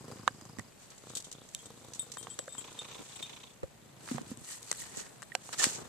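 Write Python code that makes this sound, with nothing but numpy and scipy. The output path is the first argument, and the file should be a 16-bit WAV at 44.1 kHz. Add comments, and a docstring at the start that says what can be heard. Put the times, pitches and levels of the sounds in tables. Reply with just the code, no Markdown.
"""A house cat purrs as it climbs over a lap, a hand's width from a small hand-held camera.
From the start, strokes of vocal-fold pulses excite its chest and throat, while fur and cloth brush
the camera and fingers knock on the case. From 1.2 to 3.3 s small metal pieces jingle in their free
modes; around 3 s the nose passes closest and its turbulent air rasps. After 4 s the rubbing and
knocking grow firmer over the purr, and are loudest near 5.6 s."""
import sys
import numpy as np
from scipy import signal
from scipy.fft import rfft, irfft
from scipy.io import wavfile

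SR = 44100
rng = np.random.default_rng(int(sys.argv[2]) if len(sys.argv) > 2 else 0)


def file_out(sig):
    """Save sig as 16-bit WAV at sys.argv[1]."""
    # one column per channel
    cols = np.atleast_2d(sig).T
    # limit, then scale
    lim = np.clip(cols, -1, 1)
    pcm = np.round(lim * 32767).astype(np.int16)
    wavfile.write(sys.argv[1], SR, pcm)


N = 259308
T = np.arange(N) / SR
EVENT_T = T[:SR // 6]  # time axis of one short event


def undb(db):
    """Amplitude ratio of a level in decibels."""
    return 10 ** (np.asarray(db) / 20)


def unit(x):
    """Normalisation to rms 1."""
    return x / np.sqrt(np.mean(x ** 2) + 1e-30)


def pan(db):
    """Constant-power panning; db is left minus right, as is every pan_db."""
    return unit(undb(np.array([[db], [-db]]) / 2))


def noise(correlation, size=N):
    """Partly coherent white noise at the two microphone ports."""
    mid, side = rng.standard_normal((2, size))
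    return np.sqrt((1 + correlation) / 2) * mid + np.sqrt((1 - correlation) / 2) * np.array([side, -side])


def colour(x, points, size=4096):
    """Minimum-phase filter through (frequency_hz, gain_db) points."""
    hz, db = np.transpose(points)
    bins_hz = np.maximum(np.fft.rfftfreq(size, 1 / SR), 1)
    cepstrum = irfft(np.log(undb(np.interp(np.log(bins_hz), np.log(hz), db))))
    cepstrum[1:size // 2] *= 2
    cepstrum[size // 2 + 1:] = 0
    response = irfft(np.exp(rfft(cepstrum)))
    return signal.fftconvolve(x, response[None], axes=-1)[:, :x.shape[-1]]


def resonate(x, hz, width_hz):
    """Second-order resonator with gain 1 at its centre."""
    return signal.lfilter(*signal.iirpeak(hz, hz / width_hz, fs=SR), x)


def band(x, hz, width_hz):
    """Two resonators in cascade give a band with steeper skirts."""
    return resonate(resonate(x, hz, width_hz), hz, 2 * width_hz)


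def resonances(x, modes):
    """Modal superposition: parallel resonators share one excitation."""
    return sum(undb(db) * resonate(x, hz, width_hz) for hz, width_hz, db in modes)


def fade(t, t60):
    """Exponential decay, 60 dB in t60 seconds."""
    return undb(-60 * t / t60)


def burst(x, db):
    """Energy normalisation: a transient gets the energy of 10 ms at this level."""
    return x * undb(db) * np.sqrt(SR / 100 / np.mean(np.sum(x ** 2, axis=-1)))


def add(out, start_s, x):
    """Superposition of x on out from start_s on."""
    i = max(int(start_s * SR), 0)
    out[:, i:i + x.shape[-1]] += x[..., :max(N - i, 0)]


def swell(peak_s, rise_s, fall_s, roundness=1.29):
    """Envelope of a movement, 20 dB down at rise_s before its peak and fall_s after."""
    return undb(-20 * np.maximum((peak_s - T) / rise_s, (T - peak_s) / fall_s) ** roundness)


def rough_noise(correlation, patchy_db, grain_db):
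    """Random amplitude modulation: catching fibres or ragged air give fine grains in uneven patches."""
    patches = np.interp(T, np.arange(1400) / 220, np.minimum(rng.standard_normal(1400), 2))
    grains = np.repeat(np.minimum(rng.standard_normal(N // 16 + 1), 2.3), 16)[:N]
    return noise(correlation) * undb(patchy_db * patches + grain_db * grains)


# spectrum of room and microphone noise: frequency_hz, gain_db
ROOM_SPECTRUM = [(25, -14), (60, 3), (90, -3.5), (120, 9), (170, 6), (300, 1.5), (600, 0.5), (1200, -7),
                 (2500, -9.5), (5000, -15), (7700, -61), (10000, -16.5), (14000, -21)]
def room(level_db=-59):
    """Stationary noise of the quiet room and the microphone."""
    return undb(level_db) * unit(colour(noise(0.27), ROOM_SPECTRUM)) * pan(1)


# resonances of case and ports: centre_hz, width_hz, left_db, right_db
PORT_MODES = [(1333, 21, 2, -0.5), (1874, 650, 10.5, 9.5), (2360, 46, 4.5, -30), (2907, 53, -15, 5),
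              (4180, 120, -17, -9), (4460, 31, -20, -4), (6140, 2300, -3.5, 3.5), (7060, 790, -24, 5.5),
              (8060, 600, 14.5, -20), (9600, 1850, 7.5, -24), (13600, 300, 1, -21)]
def ports(x):
    """Structure-borne sound reaches each port through its own resonances."""
    return x + sum(undb([[left], [right]]) * resonate(x, hz, width) for hz, width, left, right in PORT_MODES)


# swings of the camera: peak_s, rise_s, fall_s, level_db
CAMERA_SWINGS = [(.12, 0.38, 0.28, -59.5), (4.15, 0.33, 0.36, -53.5), (4.97, 0.23, 0.68, -54.5),
                 (5.52, 0.086, 0.13, -66), (5.79, 0.24, 0.2, -47)]
# spectrum of their rumble: frequency_hz, gain_db
RUMBLE_SPECTRUM = [(25, -28), (50, -30), (130, 3), (240, -5.5), (400, -2.5), (700, -7.5), (1200, -9),
                   (1700, -12.5), (3000, -34)]
def rumble():
    """Low-frequency handling noise follows each swing of the camera in the hand."""
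    motion = sum(undb(db) * swell(*timing, roundness=1) for *timing, db in CAMERA_SWINGS)
    return unit(colour(rough_noise(0.12, patchy_db=3, grain_db=5), RUMBLE_SPECTRUM)) * motion


# resonances of the shell: centre_hz, width_hz, gain_db
SHELL_MODES = [(1844, 54, -3), (4300, 240, 2), (6780, 1170, 3)]
def scratches(catches_per_s=260, spread_db=5):
    """Stick-slip: fibres catch and let go, each impulse ringing the shell at one port."""
    catches = (rng.random((2, N)) < catches_per_s / SR) * np.sign(rng.standard_normal((2, N)))
    strength = undb(spread_db * np.minimum(rng.standard_normal((2, N)), 1.5))
    return unit(ports(resonances(catches * strength, SHELL_MODES)))


# light, unbroken rustle of fur and cloth: time_s, level_db
LIGHT_RUSTLE = [(0.0, -62), (0.36, -61.5), (0.75, -65), (1.12, -59), (1.4, -63), (2.22, -60), (3.16, -54),
                (3.63, -66), (3.93, -67), (4.0, -73), (5.15, -73), (5.88, -58)]
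# firm rubs: peak_s, rise_s, fall_s, hiss_db, scrape_db, fizz_db
FIRM_RUBS = [(.19, 0.39, 0.24, -62, -60.5, -75), (.84, 0.095, 0.029, -57, -58.5, -67),
             (.92, 0.049, 0.05, -68, -58, -74), (1.10, 0.05, 0.065, -50.5, -77, -75),
             (1.63, 0.28, 0.078, -54.5, -68, -68), (2.92, 0.45, 0.3, -81, -64, -80),
             (3.21, 0.043, 0.083, -61, -69, -75), (4.12, 0.14, 0.13, -46.5, -47.5, -50.5),
             (4.31, 0.085, 0.053, -51, -56.5, -59), (4.531, 0.15, 0.078, -43, -52, -47),
             (4.69, 0.16, 0.69, -49.5, -57, -54), (4.804, 0.04, 0.064, -42, -51.5, -47.5),
             (4.88, 0.082, 0.023, -59, -62, -73), (4.995, 0.085, 0.06, -41, -49, -52),
             (5.059, 0.054, 0.058, -55, -59, -74), (5.33, 0.2, 0.21, -67, -67, -68),
             (5.46, 0.099, 0.35, -51.5, -58, -58), (5.531, 0.0087, 0.034, -46.5, -37.5, -62),
             (5.598, 0.026, 0.059, -29, -39, -42), (5.635, 0.037, 0.055, -26.5, -34.5, -35),
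             (5.69, 0.14, 0.12, -37.5, -46.5, -49), (5.755, 0.052, 0.078, -41, -68, -70)]
# spectra of fur on the ports, fur on the case and single hairs: frequency_hz, gain_db
HISS_SPECTRUM = [(1500, -21.5), (2600, -1.5), (4000, 3.5), (5200, 1.5), (6500, 3), (7700, 0.5), (8600, -2),
                 (10000, -13), (12000, -25), (14200, -22), (15000, -39)]
SCRAPE_SPECTRUM = [(200, -0.5), (600, 3), (1000, 4), (1400, 0.5), (1850, -6.5), (2300, -5), (3200, 0.5),
                   (4500, 1.5), (8000, -21)]
FIZZ_SPECTRUM = [(5000, -42), (8000, 9.5), (9500, 5), (12000, -5), (14200, -5), (15000, -33)]
def rubbing():
    """Friction noise of fur and cloth over the camera's rumble; overlapping rubs add in power."""
    rustle_db = np.interp(T, *np.transpose(LIGHT_RUSTLE))
    gains = undb([rustle_db + 1, rustle_db - 6.5, rustle_db - 9])
    for peak_s, rise_s, fall_s, *levels_db in FIRM_RUBS:
        gains = np.hypot(gains, undb(levels_db)[:, None] * swell(peak_s, rise_s, fall_s))
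    hiss_gain, scrape_gain, fizz_gain = gains
    hiss = unit(ports(colour(rough_noise(-0.099, patchy_db=2.5, grain_db=2.5), HISS_SPECTRUM)))
    scrape = unit(ports(colour(rough_noise(0.31, patchy_db=4.5, grain_db=4), SCRAPE_SPECTRUM)))
    fizz = unit(colour(rough_noise(0, patchy_db=4, grain_db=0), FIZZ_SPECTRUM))
    case = scrape * scrape_gain + rumble()
    fur = (undb(-2) * hiss + undb(-6) * scratches()) * hiss_gain
    lean = (hiss_gain / undb(-50)) ** np.array([[-.06], [.06]])  # firm to the right, light to the left
    return lean * (fur + case) + fizz * fizz_gain


# drags of a fingertip: peak_s, rise_s, fall_s, pitch_hz, level_db
FINGER_DRAGS = [(4.52, .08, 0.097, 1870, -56), (4.7, 0.025, .03, 4450, -52), (4.79, 0.036, .06, 4200, -54),
                (4.83, .1, 0.21, 1870, -56.5), (5.0, 0.095, .12, 1850, -61)]
def finger_drags(relative_width=.1):
    """Forced vibration: a dragging fingertip keeps one resonance of the shell sounding."""
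    drag = rough_noise(.2, patchy_db=4, grain_db=3)
    return sum(undb(db) * swell(*timing) * unit(band(drag, hz, relative_width * hz))
               for *timing, hz, db in FINGER_DRAGS) * pan(-2.3)


# bumps of the whole camera and creaks of its case: start_s, level_db, pitch_hz, t60_s
CAMERA_BUMPS = [(0.586, -46, 110, 0.031), (0.597, -49, 139, 0.036), (3.635, -50.5, 85, 0.024),
                (4.115, -46, 140, 0.13), (4.152, -39.5, 139, 0.12), (5.662, -47, 123, 0.036)]
CASE_CREAKS = [(0.2774, -39, 3840, 0.004), (0.2795, -39, 1700, 0.018), (0.586, -48, 1880, 0.025),
               (0.597, -45.5, 1930, 0.019), (2.391, -47, 1820, 0.0086), (2.481, -48, 1600, 0.009),
               (4.715, -40.5, 1980, 0.015), (4.745, -59, 1900, 0.018), (4.972, -41.5, 7450, 0.0065),
               (5.3516, -33, 2740, 0.002), (5.587, -47, 1830, 0.057), (5.592, -36, 7240, 0.014),
               (5.599, -33.5, 1780, 0.073), (5.645, -42, 2450, 0.024)]
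# twists of the case: start_s, level_db, pitch_hz, t60_s
CASE_TWISTS = [(1.549, -50, 140, .03), (2.168, -48, 520, 0.01), (2.389, -39, 333, 0.019),
               (2.965, -52, 450, .02), (3.0, -45, 268, 0.068), (3.203, -50, 320, 0.028),
               (3.323, -53, 425, .015), (3.631, -37, 440, 0.016), (3.634, -36, 106, 0.037),
               (4.212, -40, 277, 0.018), (4.414, -52, 125, 0.022), (4.714, -40, 420, .025),
               (4.818, -47, 180, .015), (4.972, -40, 270, 0.02), (5.005, -44, 350, 0.044),
               (5.53, -47, 570, .03), (5.597, -34, 640, 0.19), (5.638, -34, 600, 0.044),
               (5.645, -39, 220, .04)]
def grip(thud_relative_width=0.61):
    """Damped vibration: as the hand shifts its hold, the camera bumps, creaks and twists with a thud."""
    out, t = np.zeros((2, N)), EVENT_T
    for start_s, db, hz, t60 in CAMERA_BUMPS + CASE_CREAKS:
        vibration = np.sin(2 * np.pi * hz * t) * fade(t, t60)
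        add(out, start_s, burst(band(vibration, hz, hz), db) * pan(-8.5))
    antiphase = np.array([[1], [-1]])  # a twist presses one port in and the other out
    for start_s, db, hz, t60 in CASE_TWISTS:
        slip = rng.standard_normal(len(t)) * fade(t, t60)
        thud = band(slip, hz, thud_relative_width * hz)
        add(out, start_s, burst(thud, db) * antiphase)
    return out


# spectrum of a tick: frequency_hz, gain_db
TICK_SPECTRUM = [(1200, -15.5), (2200, -10.5), (3100, 2.5), (4000, 8), (5200, 3), (6300, 7), (8600, 1),
                 (10000, -7), (12000, -6), (14200, -15), (15000, -34)]
def tick(db, t60, pan_db):
    """Broadband transient: a bright, decaying burst of noise heard through the ports."""
    hiss = noise(0.042, size=len(EVENT_T)) * fade(EVENT_T, t60)
    return burst(ports(colour(hiss, TICK_SPECTRUM)), db) * pan(pan_db)


# knocks on the case, and single thumps and clicks of the purr:
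# start_s, level_db, pitch_hz, t60_s, tick_db, pan_db
SHORT_KNOCKS = [(0.042, -52, 500, 0.01, -74, 0), (0.081, -47.5, 424, 0.029, -59, 1.8),
                (0.102, -47.5, 470, 0.013, -74, 2), (0.132, -52, 440, 0.014, -72, 2),
                (0.172, -55.5, 470, 0.014, -72, 2), (0.115, -48.5, 587, 0.0019, -55, 3),
                (0.2776, -21.5, 1105, 0.0044, -38, -4), (0.412, -56, 950, 0.0025, -54, 2),
                (0.4533, -54.5, 694, 0.0021, -55.5, 1), (0.586, -38, 211, 0.023, -47, -17),
                (0.594, -46, 744, 0.0014, -45.5, 3), (2.171, -44.5, 1100, 0.0024, -48.5, 1),
                (2.27, -42.5, 970, 0.003, -76, -7), (2.39, -47.5, 1230, 0.0048, -37, 2),
                (2.3948, -45, 574, 0.012, -70, -7), (2.479, -43, 600, 0.017, -54, 3),
                (2.551, -50.5, 890, 0.0024, -62, 0), (3.6333, -39, 486, 0.031, -58, -5),
                (3.6391, -42.5, 552, 0.03, -68, 4), (4.0884, -45, 1460, 0.0013, -66, -11),
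                (4.113, -30, 246, 0.058, -60, -1), (4.147, -34, 197, 0.022, -66, 0),
                (4.156, -41.5, 232, 0.24, -60, 1), (4.182, -37.5, 790, 0.0079, -69, -13),
                (4.315, -36.5, 240, 0.037, -66, 0), (4.372, -48.5, 240, 0.091, -70, 0),
                (4.7145, -41, 835, 0.00083, -29.5, 9), (4.727, -44.5, 1220, 0.00054, -41, -2),
                (4.82, -50, 1900, 0.016, -64, -8), (5.221, -49.5, 1300, 0.00086, -50, 10),
                (5.2279, -46.5, 1200, 0.00049, -51, 0), (5.319, -43, 1890, 0.018, -75, -8),
                (5.3512, -32, 802, 0.013, -32.5, -10.5), (5.491, -44, 830, 0.0043, -71, -12),
                (5.6412, -30, 1420, 0.0014, -22, 3.5), (5.6676, -35, 198, 0.0012, -47, 0)]
# modes of the plastic case: pitch_hz, gain_db, t60_s
CASE_MODES = [(306, -13, 0.011), (522, -9, 0.04), (742, -16.5, 0.036), (1235, -11, 0.0064),
              (1578, -5.5, 0.036), (1850, -3, 0.011), (3000, -3.5, 0.0026)]
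def knocks(ring_db=16.5, rattle_db=-9, tick_t60=0.012, rattle_t60=0.017):
    """Impulsive excitation: a damped push, low for a thump and high for a click, rings the case."""
    out, t = np.zeros((2, N)), EVENT_T
    modes = [(hz, np.log(1000) / np.pi / t60, db) for hz, db, t60 in CASE_MODES]  # decay sets bandwidth
    for start_s, db, hz, t60, tick_db, pan_db in SHORT_KNOCKS:
        push = resonate(np.sin(2 * np.pi * hz * t) * fade(t, t60), hz, 0.8 * hz)
        # the two ports sit on different parts of the shell
        shake = noise(0.057, size=len(t)) * fade(t, rattle_t60)
        rattle = resonate(resonate(shake, hz, 0.88 * hz), hz, 3 * hz)
        blow = unit(push) + undb(rattle_db) * unit(rattle)
        ring = undb(ring_db) * resonances(blow, modes)
        add(out, start_s, burst(blow + ring, db) * pan(pan_db))
        add(out, start_s, tick(tick_db, tick_t60, pan_db))
    return out


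# scuffs against the camera, and a few sharp clicks of the purr: start_s, level_db, t60_s, pan_db
SHORT_TICKS = [(0.903, -51.5, 0.062, 0), (0.98, -52.5, 0.038, -4), (1.1528, -38.5, 0.0023, 12),
               (1.156, -40, 0.051, -5), (1.17, -34, 0.078, 2), (1.202, -46, 0.046, -1),
               (1.224, -51, 0.015, 2), (1.244, -45, 0.16, 0), (1.315, -44.5, 0.033, 0),
               (1.326, -43, 0.035, -3), (1.489, -53.5, 0.025, -3), (1.5486, -35.5, 0.0044, 2.5),
               (1.657, -48.5, 0.07, 1), (1.935, -43.5, 0.035, -4), (1.948, -43.5, 0.14, -1),
               (2.118, -40, 0.04, -5.5), (2.138, -45.5, 0.12, -2), (2.228, -45, 0.093, 6),
               (2.852, -62, 0.005, -8), (2.954, -60, 0.012, -1), (4.217, -55, 0.0093, -11),
               (4.373, -51.5, 0.0076, 8), (4.445, -50.5, 0.034, 1), (4.629, -47.5, 0.0084, 3),
               (4.837, -57.5, 0.019, 6), (4.974, -49, 0.014, -11), (5.233, -51, 0.017, 5),
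               (5.528, -39, 0.085, -1), (5.599, -41, 0.036, -5), (5.619, -41, 0.13, -3)]
def ticks():
    """Noise transients: the decay time makes each a sharp click or a longer scuff."""
    out = np.zeros((2, N))
    for start_s, db, t60, pan_db in SHORT_TICKS:
        add(out, start_s, tick(db, t60, pan_db))
    return out


def metal_ring(modes, bright_db):
    """Free vibration: decaying modes, in a different phase at each port; bright_db acts above 5 kHz."""
    ring = 0
    for hz, db, t60 in modes:
        phase = rng.uniform(0, 2 * np.pi) + rng.standard_normal((2, 1))
        amplitude = undb(db + bright_db * (hz > 5000))
        ring += amplitude * np.sin(2 * np.pi * hz * EVENT_T + phase) * fade(EVENT_T, t60)
    return ring


# modes of two small metal pieces and the link they hang on: pitch_hz, gain_db, t60_s
FIRST_MODES = [(3635, 3.5, 0.11), (3780, -14, 0.065), (7600, -11, 0.15), (7940, 1.5, 0.074),
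               (14150, -31, 0.082)]
SECOND_MODES = [(3180, 5.5, 0.11), (3330, -1, 0.13), (7325, 2, 0.11), (7985, -2, 0.16), (12600, -22, 0.13),
                (14110, -20, .1)]
LINK_MODES = [(8970, 7, 0.099), (9080, -22, .08), (10750, -19, .08), (14080, -6, 0.092)]
# clinks: start_s, first_db, first_bright_db, second_db, second_bright_db, link_db, settle_db, pan_db
METAL_CLINKS = [(1.154, -45, 10, -55, 0, -47, -6, 10), (1.171, -52, 6, -58, 1, -53, -14, 3),
                (1.245, -56, 2, -58, -3, -70, -8, 4), (1.549, -53, -8, -56, -3, -68, -21, -7),
                (1.588, -72, 0, -56, -7, -75, 10, -1), (1.657, -59, 4, -64, -2, -70, -2, 0),
                (1.9945, -34, 15, -53, 5, -48.5, -4.5, 6), (2.02, -56, 23, -48, 19, -51, -10, 8),
                (2.172, -51, 11, -58, 5, -71, 11, 2), (2.183, -48, 27, -51, 9, -47.5, 8, 14),
                (2.228, -55, 2, -60, 3, -70, -4, -7), (2.302, -44.5, 30, -59, -3, -68, 8, 12),
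                (2.34, -56, 14, -64, 10, -70, -6, 12), (2.392, -46, 20, -60, 3, -71, 3, 8),
                (2.490, -51.5, 11, -61, 10, -70, 15, 9), (2.524, -45.5, 18, -62, 6, -75, 13, 11),
                (2.581, -44, 28, -40, 15, -63, -3, 7), (2.79, -40.5, -2, -53, -3, -68, -8, -1),
                (3.159, -55, 4, -50, 18, -59, -14, 10), (3.227, -41, -8, -49, -6, -53, -7, 2)]
def jingle(contact_db=-23, rebound_db=-13, rebounds=3, gap_s=.017, settle_t60=0.3):
    """Collision and rebound: metal pieces touch, ring as they settle and rattle on more weakly."""
    out = np.zeros((2, N))
    for (start_s, first_db, first_bright_db, second_db, second_bright_db,
         link_db, settle_db, pan_db) in METAL_CLINKS:
        settle = undb(settle_db * (1 - fade(EVENT_T, settle_t60)))
        pieces = [(FIRST_MODES, first_db, first_bright_db),
                  (SECOND_MODES, second_db, second_bright_db),
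                  (LINK_MODES, link_db, 0)]
        for modes, db, bright_db in pieces:
            ring = burst(metal_ring(modes, bright_db) * settle, db + 3.5) * pan(pan_db)
            touch = ring + tick(db + contact_db, 0.042, pan_db)
            add(out, start_s, touch)
            lags_s = np.cumsum(gap_s * rng.uniform(0.54, 1.5, rebounds))
            for k, lag_s in enumerate(lags_s, 1):
                add(out, start_s + lag_s, touch * undb(rebound_db + settle_db / 2) / k)
    return out


# spectrum of the pop as the vocal folds part: frequency_hz, gain_db
POP_SPECTRUM = [(60, -13), (200, 2), (480, 2.5), (900, -8.5), (1400, -7), (1900, -28), (2500, -17),
                (4000, -37)]
def pops(impulses):
    """Impulse response: each sudden parting gives one clean pop."""
    return colour(impulses, POP_SPECTRUM)


# single louder wet pops: start_s, level_db
WET_POPS = [(1.032, -64), (1.177, -59), (1.271, -54), (1.282, -58), (1.657, -55), (1.906, -55),
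            (1.983, -59), (2.09, -58), (2.231, -53), (2.583, -50), (2.993, -51), (3.012, -51),
            (3.207, -51.5)]
def wet_pops():
    """Isolated impulses pop on or between the purr's pulses."""
    out = np.zeros((2, N))
    pop = pops(signal.unit_impulse((1, SR // 20)))
    for start_s, db in WET_POPS:
        add(out, start_s, burst(pop, db))
    return out


def puffs(snaps, rise_s, t60, lead_s=0):
    """Pulsating flow: air swells and dies away around each impulse."""
    t = T[:SR // 10]
    flow = signal.fftconvolve(snaps[0], (1 - np.exp(-t / rise_s)) * fade(t, t60))
    return unit(flow[int(lead_s * SR):][:N])


def wet_clicks(snaps, uneven_db=2.4, strays_per_s=22, stray_db=-6):
    """Irregular excitation: the moist folds part unevenly, and stray clicks fall between openings."""
    strays = (rng.random(N) < strays_per_s / SR) * rng.random(N)
    strength = undb(uneven_db * np.minimum(rng.standard_normal(N), 1))
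    return (snaps + undb(stray_db) * strays) * strength


# resonances of the chest: centre_hz, width_hz, gain_db
CHEST_MODES = [(72.5, 21, 1), (118.4, 49, 8), (149, 100, -10), (220, 105, -1.5)]
def chest(snaps):
    """Body resonance: each pulse and its puff of air thump the low modes of the chest."""
    thump = unit(snaps) + .42 * noise(.6) * puffs(snaps, rise_s=.002, t60=.13)
    spectrum = [(25, -28), (50, -11.5), (110, 2), (400, 1.5), (1000, -14.5), (4000, -69)]
    return unit(colour(resonances(thump, CHEST_MODES), spectrum))


# resonances of the throat: centre_hz, width_hz, gain_db
THROAT_FORMANTS = [(318, 92, -7.5), (470, 69, 3.5), (810, 73, 4), (1030, 130, 5), (1450, 92, -23)]
def throat(snaps, clicks):
    """Formants: wet clicks and breath ring the cavity of the throat."""
    crackle = noise(.8) * puffs(clicks, rise_s=.0005, t60=.01)
    breath = noise(.5) * puffs(snaps, rise_s=.001, t60=.08)
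    excitation = .7 * unit(clicks) + .7 * crackle + .35 * breath
    spectrum = [(150, 4), (400, 6.5), (1450, -7.5), (2300, -31), (6000, 11)]
    return unit(colour(resonances(excitation, THROAT_FORMANTS), spectrum))


# spectrum of air in the throat: frequency_hz, gain_db
GURGLE_SPECTRUM = [(90, -15), (200, -4.5), (450, 3.5), (650, -6), (1000, 3.5), (1500, -6.5), (2400, -22.5),
                   (5000, -53)]
def gurgle(snaps):
    """Modulated turbulence: each opening lets a gust gurgle through the throat."""
    gusts = puffs(snaps, rise_s=.006, t60=.052, lead_s=.007)
    return unit(colour(rough_noise(0.8, patchy_db=2.5, grain_db=-0.5) * gusts, GURGLE_SPECTRUM))


# spectrum of air in the nose: frequency_hz, gain_db
RASP_SPECTRUM = [(300, -10), (900, 6), (1500, -4), (2000, 1), (2500, 7.5), (3000, 4.5), (3700, 11.5),
                 (4400, -5), (5400, -4), (6300, 3.5), (7300, -7), (8300, -28), (14000, -17)]
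# rasp as the nose passes the camera: time_s, level_db
RASP_LEVELS = [(2.35, -89), (2.58, -55), (2.8, -52), (2.93, -47), (2.99, -55), (3.1, -60.5), (3.2, -49),
               (3.43, -54), (3.52, -68)]
def rasp(snaps, clicks):
    """Turbulence in the nose pulses with the folds and is heard only close by."""
    flow = puffs(snaps + 0.38 * clicks, rise_s=0.0096, t60=0.041, lead_s=0.011)
    air = unit(colour(rough_noise(0.23, patchy_db=3.5, grain_db=2) * flow, RASP_SPECTRUM))
    nearness = undb(np.interp(T, *np.transpose(RASP_LEVELS)))
    return air * nearness * pan(-1.5)


def effort(start_s, end_s, attack_s=0.065, release_s=0.11, edge_db=-4.5):
    """Envelope of one stroke of breath: it swells from a weak start, holds and dies away."""
    held = np.clip(np.minimum((T - start_s) / attack_s, (end_s - T) / release_s), 0, 1)
    gate = np.interp(T, [start_s - .02, start_s - .005, end_s, end_s + .025], [0, 1, 1, 0])
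    return gate * undb(edge_db * (1.5 - held))


def wheeze(snaps, strokes):
    """Narrow-band flow noise: the nostrils wheeze softly, at a new pitch and width for each stroke."""
    air = noise(.3) * puffs(snaps, rise_s=.007, t60=.048, lead_s=.009)
    return sum(undb(db) * effort(start_s, end_s) * unit(band(air, hz, width_hz))
               for start_s, end_s, *_, hz, width_hz, db in strokes) * pan(-.5)


def larynx(strokes, jitter_s=.0009, shimmer_db=1.8, closing_s=.012, closing_db=-12):
    """Glottal pulses with jitter and shimmer: the folds snap open once a cycle and shut more softly."""
    snaps = np.zeros((1, N))
    for start_s, end_s, pulse_hz, *_ in strokes:
        cycles_s = np.arange(start_s, end_s, 1 / pulse_hz)
        for cycle_s, (late, loud, lag, soft) in zip(cycles_s, rng.standard_normal((64, 4))):
            add(snaps, cycle_s + jitter_s * late, undb([shimmer_db * loud]))
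            add(snaps, cycle_s + closing_s * (1 + 0.206 * lag), undb([closing_db + shimmer_db * soft]))
    return snaps


# strokes of the purr, in and out by turns: start_s, end_s, pulse_hz, chest_db, throat_db, pop_db,
# gurgle_db, swell_db_per_s, wheeze_hz, wheeze_width_hz, wheeze_db
PURR_STROKES = [(.009, 0.7, 26.66, -50, -61.5, -62, -60.5, -9, 4900, 300, -64.5),
                (0.769, .99, 29, -71, -76, -82, -77, 0, 4200, 700, -75),
                (1.039, 1.231, 31.2, -58, -63, -54.5, -69, -4, 3620, 700, -62),
                (1.317, 1.485, 29.7, -62, -72, -57.5, -87, -11, 3470, 670, -62),
                (1.631, 2.464, 27.56, -56.5, -59, -62.5, -67.5, -5, 3700, 900, -64.5),
                (2.549, 3.055, 29.52, -61.5, -58.5, -59.5, -56.5, 1.5, 3540, 900, -60.5),
                (3.062, 3.543, 28.94, -60, -62, -73, -67, -3, 3510, 654, -59.5),
                (3.713, 4.451, 27.05, -55, -72, -75, -74, 18, 3620, 700, -92),
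                (4.542, 4.99, 27.77, -61, -65, -75, -68, 25, 3700, 700, -87),
                (5.056, 5.913, 27.44, -60, -67, -79, -72.5, 23, 3650, 700, -75)]
def purr():
    """Source and filter: one pulse train drives chest, throat and nose as each stroke swells or sags."""
    snaps = larynx(PURR_STROKES)
    clicks = wet_clicks(snaps)
    gains = breath = 0
    for start_s, end_s, _, *levels_db, swell_db_per_s, _, _, _ in PURR_STROKES:
        from_middle_s = np.clip(T, start_s, end_s) - (start_s + end_s) / 2
        push = effort(start_s, end_s) * undb(swell_db_per_s * from_middle_s)
        gains += undb(levels_db)[:, None] * push
        breath += push
    voices = [undb(-2) * chest(snaps), undb(-3) * throat(snaps, clicks), unit(pops(snaps)), gurgle(snaps)]
    body = sum(voice * gain for voice, gain in zip(voices, gains))
    return body + breath * rasp(snaps, clicks) + wheeze(snaps, PURR_STROKES)


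def scene():
    """Superposition of the quiet room, the cat, contact with the camera and the metal pieces."""
    return room() + purr() + wet_pops() + rubbing() + finger_drags() + knocks() + ticks() + grip() + jingle()


def record(dry, cutoff_hz=14400):
    """Band limiting: the camera's steep low-pass filter cuts the top."""
    return signal.sosfilt(signal.ellip(8, .2, 70, cutoff_hz, fs=SR, output="sos"), dry)


dry = scene()
out = record(dry)
file_out(out)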